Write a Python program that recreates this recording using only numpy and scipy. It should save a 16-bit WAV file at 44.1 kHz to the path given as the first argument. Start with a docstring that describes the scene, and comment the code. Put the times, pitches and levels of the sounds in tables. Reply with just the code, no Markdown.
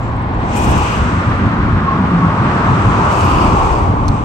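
"""Traffic on a concrete road bridge over the sea, heard from below: noise bands shaken by axle loads, tyre roar
and tread noise swelling with each pass, sinking engine tones and briefly singing treads. Nearer: a fine high
hiss swells and fades, droplets ring, and an angler cranks a spinning reel in short spells (line, gear and rotor
noise); tackle clicks, faint squeaks and a steady hiss complete it."""
import sys
import numpy as np
from scipy import signal
from scipy.fft import rfft, irfft, next_fast_len
from scipy.io import wavfile
from scipy.ndimage import uniform_filter1d, map_coordinates

SR = 44100
rng = np.random.default_rng(int(sys.argv[2]) if len(sys.argv) > 2 else 0)


def to_wav(s):
    """Save 16-bit WAV."""
    ch = np.atleast_2d(s).T  # columns
    pcm = np.round(np.clip(ch, -1, 1) * 32767)  # PCM
    wavfile.write(sys.argv[1], SR, pcm.astype(np.int16))


N = 187204
TIME_S = np.arange(N) / SR

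# Levels in the tables are ahead of filters and mix gains.
# Noise spectra: [f/Hz, relative level/dB]
# span, slab and hollow girder
SHUDDER_SPECTRUM = [(16, -33), (25, -15), (40, -8.5), (60, -3.5), (74, -2.5), (90, -21.5)]
RUMBLE_SPECTRUM = [(62, -22), (80, -11), (91, 11.5), (99, -6.5), (112, 6), (135, -6.5), (165, -28)]
BOOM_SPECTRUM = [(110, -20), (142, -1), (175, -1), (230, -2), (300, -6.5), (400, -22.5)]
# tyres: broad road roar, tread hump, bright edge: [f/Hz, relative level/dB]
ROAR_SPECTRUM = [(250, -23.5), (335, 2.5), (430, -1.5), (560, -4), (700, -4), (900, -15.5)]
TREAD_SPECTRUM = [(520, -17), (730, -8), (860, -1.5), (1080, 0), (1220, -0.5), (1400, -7.5), (1900, -22.5),
                  (2600, -23), (3400, -32.5), (5000, -37.5), (8000, -60)]
SIZZLE_SPECTRUM = [(1150, -22.5), (1400, 6), (1750, 2), (2200, -3), (2900, -10.5), (4000, -17.5)]
# swelling hiss at the left and right ports: [f/Hz, relative level/dB]
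HISS_LEFT_SPECTRUM = [(1500, -9), (2500, 16.5), (3600, 3.5), (5200, -0.5), (6100, 7), (7100, 0),
                      (8000, 6.5), (8600, -1), (9300, -26.5), (11500, -29), (15500, -27.5)]
HISS_RIGHT_SPECTRUM = [(1500, -25), (2500, 14), (3600, -1), (5200, -5.5), (6100, 1), (7100, -9),
                       (8000, -31.5), (8600, -17), (9300, -39.5), (11500, -29), (15500, -42.5)]
# reel: line on roller, gears, rotor: [f/Hz, relative level/dB]
WHIRR_SPECTRUM = [(2500, -13), (5000, -1.5), (8000, 8), (9500, -2.5), (11200, -2), (11750, 2), (12400, -6),
                  (14000, -7.5), (15700, -10.5)]
GEAR_SPECTRUM = [(1900, -20), (2300, -3.0), (2650, 0.5), (2950, -1.5), (3400, -17.5), (4000, -34.5)]
ROTOR_SPECTRUM = [(4100, -12.5), (4600, -4), (4900, -7), (5200, -12.5), (5600, -15.0)]
# steady background hiss: [f/Hz, relative level/dB]
AIR_SPECTRUM = [(2000, 0), (9000, -1), (11500, 0.91), (16000, 0)]
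# left-right likeness of the noises: [f/Hz, likeness/1]
PORT_LIKENESS = [(30, 0.89), (120, 0.99), (280, 0.98), (600, 0.95), (1000, 0.41), (2000, 0.23),
                 (4000, 0.13), (12000, 0.19)]

# shuddering of the span under heavy vehicles: [t/s, length/s, level/dB]
SPAN_SHAKES = [(.38, .03, -22), (0.635, 0.14, -15.5), (1.014, 0.022, -14.5), (1.62, .13, -18),
               (2.852, 0.097, -21), (3.315, .52, -18), (4.007, .11, -18)]
# axle thuds on the slab: [t/s, level/dB]
AXLE_THUDS = [(.09, -17), (.21, -24), (.71, -17), (1.06, -21), (1.18, -16), (1.3, -12), (1.46, -11),
              (1.63, -17), (1.747, -10.5), (2.05, -17.5), (2.28, -16), (2.41, -15.5), (2.72, -11),
              (2.88, -10.5), (3.07, -14), (3.25, -11), (3.52, -13), (3.9, -11), (4.11, -12)]
# girder boom under the traffic's weight: [t/s, level/dB]
GIRDER_LOAD = [(0.0, -26), (0.61, -19.5), (0.75, -15.5), (0.81, -23), (1.12, -18), (1.36, -22), (1.4, -16),
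               (1.95, -18), (2.27, -15.5), (2.3, -23.5), (2.4, -17), (3.06, -18), (3.08, -23),
               (3.53, -14.5), (3.58, -25.5), (4.12, -19.5), (4.24, -23)]
# passes overhead: [t nearest/s, half-width/s, roar/dB, tread/dB, sizzle/dB]
PASSES = [(.72, 0.17, -23.5, -21, -37), (1.2, 0.61, -27.5, -25.5, -27), (2.15, 0.35, -29.5, -25.5, -32),
          (2.6, 0.2, -24.5, -20.5, -25), (3.03, 0.14, -23.5, -19, -28.5), (3.48, 0.36, -21.5, -17, -47.5)]
# nominal tread hump pitch: [t/s, f/Hz]
TREAD_PITCH_CURVE = [(0, 931), (.6, 863.4), (1.05, 1048), (2.2, 1065), (3.1, 1039), (3.85, 903.5),
                     (4.24, 965)]
# traffic's lead at the left microphone: [t/s, lead/s]
LEFT_LEAD = [(0, 0.00018), (.75, 0.00032), (1.5, 0.00016), (2.25, 0.00013), (3.25, 0.00025),
             (4.24, 0.00032)]
# engines, singing treads, thin squeaks: [t/s, length/s, f/Hz, sag/(Hz/s), level/dB]
ENGINE_TONES = [(2.01, .26, 182, 62, -17.5), (2.438, 0.21, 136.5, 32, -22), (2.716, 0.32, 109, 11, -20.5),
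                (3.23, 0.97, 312, 28, -30.5)]
TREAD_TONES = [(1.87, 0.056, 1088, 201.3, -22), (2.22, .035, 1108, 100, -24.5)]
SQUEAK_TONES = [(.026, .02, 7300, 600, -60), (.068, .018, 7400, 600, -59)]
# hiss surges: [t/s, length/s, hiss/dB, rise/(dB/s), fall/(dB/s)]
HISS_SURGES = [(.02, 0.063, -53, 100, 130), (.56, 0.3, -33, 125, 28), (3.12, 0.57, -37, 13, 52),
               (4.12, 0.057, -44, 67, 43)]
# cranking spells: [t/s, length/s, whirr/dB, gears/dB, rotor/dB, throb/dB,
#                   slowing/(dB/s), growing pull/(dB/s)]
CRANK_SPELLS = [(0.565, 0.34, -38.5, -42.5, -55.5, 4, 25, 44), (2.53, 0.61, -63, -51, -58, -0.5, -11, 10),
                (3.117, 0.12, -45, -35.5, -44, 1.0, -20, 30), (3.305, 0.15, -45, -32, -39.5, 2, 20, 5),
                (3.57, .2, -50.5, -43, -49.5, 2.5, 16, 26)]
# tackle clicks: [t/s, level/dB, ring f/Hz]
TACKLE_CLICKS = [(3.128, -25, 5400), (3.209, -23, 6200), (4.082, -18, 5860), (4.0868, -18.5, 4140)]
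# reflections off close surfaces: [delay/s, gain/1]
CLOSE_ECHOES = [(.00057, .17), (.0021, .14), (.0053, .16), (0.012, .16)]

SPAN_DB, SHAKE_RISE_DB_PER_S, SHAKE_FALL_DB_PER_S = -24.5, 221, 261
SLAB_DB, THUD_RISE_DB_PER_S, THUD_FALL_DB_PER_S = -22, 172.5, 256
THUD_IN_GIRDER_DB = -10   # share of each thud picked up by the girder
FAR_ROAR_DB, FAR_TREAD_DB, FAR_SIZZLE_DB = -35, -32, -44   # traffic further along the bridge
SHIELDING = 1.26   # exponent: deck edge makes a pass fade faster than distance alone
TREAD_HZ = 1037   # reference pitch for the hump's slide
CALM_HISS_DB = -58.5
CRANK_START_DB_PER_S, CRANK_STOP_DB_PER_S = 552, 64
GEAR_START_DB_PER_S, GEAR_STOP_DB_PER_S = 149.5, 91.5
FIRST_TURN_S = 0.0087   # spell start to the first throb peak
CUTOFF_HZ = 15800


def from_db(db):
    """Decibels to amplitude gain."""
    return 10 ** (np.asarray(db) / 20)


def rms_one(x):
    """Scale to unit power."""
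    return x / np.sqrt(np.mean(x ** 2) + 1e-20)


def in_time(rows):
    """Interpolate a two-column curve at every sample."""
    t_s, value = np.transpose(rows)
    return np.interp(TIME_S, t_s, value)


def at_hz(points, hz):
    """Interpolate a table on a log-frequency axis."""
    table_hz, value = np.transpose(points)
    return np.interp(np.log(hz), np.log(table_hz), value)


def drift(corner_hz):
    """Slow random modulation of unit RMS: white noise through two equal poles."""
    step = 40   # samples per slow sample
    pole = np.exp(-2 * np.pi * corner_hz * step / SR)
    white = rng.standard_normal(N // step + 2002)
    slow = signal.lfilter([1], [1, -2 * pole, pole * pole], white)[2000:]   # drop settling
    return np.interp(np.arange(N) / step, np.arange(len(slow)), rms_one(slow))


def noise(spectrum, right_spectrum=None):
    """Coloured noise at two ports, alike in the bass and largely unrelated in the treble."""
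    size = next_fast_len(N, True)
    hz = np.maximum(np.fft.rfftfreq(size, 1 / SR), 1)
    mid, side = rfft(rng.standard_normal((2, size)))
    alike = np.clip(at_hz(PORT_LIKENESS, hz), 0, 1)
    pair = np.sqrt(1 + alike) * mid + np.sqrt(1 - alike) * side * [[1], [-1]]
    low_hz, high_hz = spectrum[0][0], spectrum[-1][0]
    skirts = np.minimum(1, np.minimum(hz / low_hz, high_hz / hz)) ** 4
    colour = from_db([at_hz(spectrum, hz), at_hz(right_spectrum or spectrum, hz)])
    return rms_one(irfft(pair * colour * skirts, size)[:, :N])


def steady(x, span_s):
    """Divide out the short-term RMS so a separate envelope sets the level."""
    power = uniform_filter1d(np.mean(x ** 2, axis=0), max(int(span_s * SR), 2))
    return x / np.sqrt(power + 1e-9)


def pan(db):
    """Port gains; positive dB favours the left."""
    return from_db([[db / 2], [-db / 2]])


def envelope(start_s, length_s, rise_db_per_s, fall_db_per_s):
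    """Attack, hold and release in dB relative to the held level."""
    early_s = np.maximum(start_s - TIME_S, 0)
    late_s = np.maximum(TIME_S - start_s - length_s, 0)
    return -abs(rise_db_per_s) * early_s - abs(fall_db_per_s) * late_s


def together(levels_db):
    """Level of unrelated sounds heard at once: powers add."""
    return 10 * np.log10(sum(from_db(db) ** 2 for db in levels_db) + 1e-20)


def tones(rows, edge_db_per_s, waver, flutter_db, drift_hz):
    """Wavering sines that swell, hold and fade while their pitch sinks."""
    out = 0
    for start_s, length_s, start_hz, sag_hz_per_s, level_db in rows:
        pitch_hz = start_hz - sag_hz_per_s * (TIME_S - start_s)
        phase = 2 * np.pi * np.cumsum(pitch_hz * (1 + waver * drift(drift_hz))) / SR
        swell_db = envelope(start_s, length_s, edge_db_per_s, edge_db_per_s)
        gain = from_db(level_db + swell_db + flutter_db * drift(drift_hz))
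        out = out + np.sqrt(2) * np.sin(phase) * gain
    return out


def air():
    """Faint steady hiss: stationary broadband noise."""
    return from_db(-71.5) * noise(AIR_SPECTRUM)


def squeaks():
    """Faint thin squeaks: short high sines with falling pitch."""
    return from_db(0.5) * tones(SQUEAK_TONES, edge_db_per_s=500, waver=0.0029, flutter_db=6.0, drift_hz=60)


def droplets(per_s=90, smallest_db=-62.0, spread_db=4.5, ring_s=0.003):
    """Tiny bubbles burst at random times, each exciting a short high damped resonance."""
    out = np.zeros((2, N))
    pitches_hz = np.geomspace(5200, 8300, num=12)
    r = np.exp(-1 / (ring_s * SR))
    for hz in pitches_hz:
        born = rng.random(N) < per_s / len(pitches_hz) / SR
        sizes = from_db(smallest_db + spread_db * np.minimum(rng.exponential(1, N), 3))
        w = 2 * np.pi * hz / SR
        rings = signal.lfilter([0, np.sin(w)], [1, -2 * r * np.cos(w), r * r], born * sizes + 1e-18)
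        out += rings * pan(rng.normal(4, 3))
    return out


def swelling_hiss():
    """A fine hiss swells and fades in surges, brighter on the left side."""
    surges_db = [db + envelope(s, length_s, rise, fall) for s, length_s, db, rise, fall in HISS_SURGES]
    hiss_db = together([CALM_HISS_DB] + surges_db)
    return from_db(hiss_db + 3.5 + 0.5 * drift(40)) * noise(HISS_LEFT_SPECTRUM, HISS_RIGHT_SPECTRUM)


def tackle(ring_s=0.0011, crack_db=0.0, crack_s=0.002):
    """Clicks: a noise crack plus a damped ring; small parts radiate little bass."""
    out = np.zeros((2, N))
    age_s = np.arange(SR // 50) / SR
    for s, level_db, ring_hz in TACKLE_CLICKS:
        crack = rng.standard_normal((2, len(age_s))) * np.exp(-age_s / crack_s)
        ring = np.sin(2 * np.pi * ring_hz * age_s) * np.exp(-age_s / ring_s)
        start = int(s * SR)
        out[:, start:start + len(age_s)] += from_db(level_db) * (ring + from_db(crack_db) * crack)
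    thin = signal.sosfilt(signal.butter(6, 3500, "high", fs=SR, output="sos"), out)
    return signal.sosfilt(signal.butter(4, 8500, fs=SR, output="sos"), thin)


def cranking(turns_hz=15.0, settle_s=0.33):
    """Whirr, gears, rotor in dB: throb dies as cranking evens out; gears rasp more as the line pulls."""
    spells = []
    for row in CRANK_SPELLS:
        s, length_s, whirr_db, gears_db, rotor_db, throb_db, slowing_db_per_s, pull_db_per_s = row
        age_s = TIME_S - s
        wound_s = np.clip(age_s, 0, length_s)
        settling = np.exp(-(age_s / settle_s) ** 2)
        throb = throb_db * np.cos(2 * np.pi * turns_hz * (age_s - FIRST_TURN_S)) * settling
        line = envelope(s, length_s, CRANK_START_DB_PER_S, CRANK_STOP_DB_PER_S) - slowing_db_per_s * wound_s
        drive = envelope(s, length_s, GEAR_START_DB_PER_S, GEAR_STOP_DB_PER_S) + pull_db_per_s * wound_s
        spells.append([whirr_db + line + throb, gears_db + drive, rotor_db + drive])
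    return together(spells)


def winding(whirr_db, patchy_db, pan_db):
    """Line rubs over the roller: noise whose bands flicker separately as the line shifts."""
    rub, rest = 0, noise(WHIRR_SPECTRUM)
    for edge_hz in np.linspace(6000, 14000, num=6):
        band = signal.sosfiltfilt(signal.butter(6, edge_hz, fs=SR, output="sos"), rest)
        rest = rest - band
        rub = rub + band * from_db(patchy_db * drift(20))
    return from_db(whirr_db + 1.2 * drift(70)) * (rub + rest) * pan(pan_db)


def reel():
    """Spells of line whirr over gear rasp and rotor hiss, each a noise band."""
    whirr_db, gears_db, rotor_db = cranking()
    gears = from_db(gears_db + 0.88 * drift(27)) * noise(GEAR_SPECTRUM)
    rotor = from_db(rotor_db + 2.0 * drift(30)) * noise(ROTOR_SPECTRUM)
    return winding(whirr_db, patchy_db=3.0, pan_db=6.0) + (gears + rotor) * pan(db=4.0)


def reflected(x):
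    """Close surfaces add delayed copies that ripple the spectrum."""
    return x + sum(gain * np.roll(x, int(delay_s * SR), axis=1) for delay_s, gain in CLOSE_ECHOES)


def engines():
    """Engines drone past: wavering low sines, sinking in pitch."""
    return tones(ENGINE_TONES, edge_db_per_s=156.5, waver=0.0295, flutter_db=3.0, drift_hz=16.7)


def singing_treads():
    """Treads sing briefly: short sines near 1.1 kHz, sinking in pitch."""
    return tones(TREAD_TONES, edge_db_per_s=168, waver=0.0075, flutter_db=4.5, drift_hz=28)


def passing():
    """Roar, tread and sizzle in dB: each vehicle swells as it nears and fades as it leaves."""
    levels_db = [np.array([[FAR_ROAR_DB], [FAR_TREAD_DB], [FAR_SIZZLE_DB]])]
    for s, width_s, *peaks_db in PASSES:
        distance = np.hypot(1, (TIME_S - s) / width_s)   # 1 when nearest
        levels_db.append(np.array(peaks_db)[:, None] - SHIELDING * 20 * np.log10(distance))
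    return together(levels_db)


def sizzle(sizzle_db):
    """Bright edge of tyre noise, strongest from the nearest stretch of road."""
    return from_db(sizzle_db + 1.0 * drift(15)) * noise(SIZZLE_SPECTRUM)


def tyres(roar_db, tread_db):
    """Broad road roar plus a tread hump near 1 kHz, slid in pitch by variable-rate resampling."""
    doppler = np.clip(in_time(TREAD_PITCH_CURVE) / TREAD_HZ, 0.6, 1.5) ** 0.8   # softened slide
    place = np.cumsum(doppler)
    tread = np.array([map_coordinates(port, [place], order=3, mode="mirror")
                      for port in noise(TREAD_SPECTRUM)])
    return from_db(roar_db) * noise(ROAR_SPECTRUM) + from_db(tread_db + 3.0) * tread * pan(db=1.0)


def deck():
    """Axles shake the span, slab and hollow girder, each a noise band with its own load envelope."""
    shakes_db = [db + envelope(s, length_s, SHAKE_RISE_DB_PER_S, SHAKE_FALL_DB_PER_S)
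                 for s, length_s, db in SPAN_SHAKES]
    thuds_db = [db + envelope(s, 0, THUD_RISE_DB_PER_S, THUD_FALL_DB_PER_S) for s, db in AXLE_THUDS]
    shudder_db = together(shakes_db + [SPAN_DB + 1.7 * drift(12)])
    rumble_db = together(thuds_db + [SLAB_DB + 1.1 * drift(5.1)])
    boom_db = together([in_time(GIRDER_LOAD), together(thuds_db) + THUD_IN_GIRDER_DB])
    span = from_db(shudder_db) * steady(noise(SHUDDER_SPECTRUM), span_s=0.14) * pan(db=1.5)
    slab = from_db(rumble_db) * steady(noise(RUMBLE_SPECTRUM), span_s=0.075) * pan(db=0.5)
    girder = from_db(boom_db) * steady(noise(BOOM_SPECTRUM), span_s=0.19) * pan(db=-0.2)
    return span + slab + from_db(-0.3) * girder


def traffic():
    """All bridge sound, reaching the left microphone slightly before the right."""
    roar_db, tread_db, sizzle_db = passing()
    left, right = deck() + tyres(roar_db, tread_db) + sizzle(sizzle_db) + engines() + singing_treads()
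    right_place = (TIME_S - in_time(LEFT_LEAD)) * SR
    return np.array([left, map_coordinates(right, [right_place], order=3, mode="mirror")])


def scene():
    """Faint hiss, a swelling hiss, reel and tackle close by, traffic overhead."""
    close = reflected(swelling_hiss() + reel()) + droplets() + tackle() + squeaks()
    return air() + from_db(-0.5) * close + traffic()


def record(dry):
    """Round peaks softly towards full scale, then low-pass steeply."""
    rounded = dry / (1 + dry ** 8) ** (1 / 8)
    return signal.sosfilt(signal.ellip(12, 0.1, 90, CUTOFF_HZ, fs=SR, output="sos"), rounded)


dry = scene()
out = record(dry)
to_wav(out)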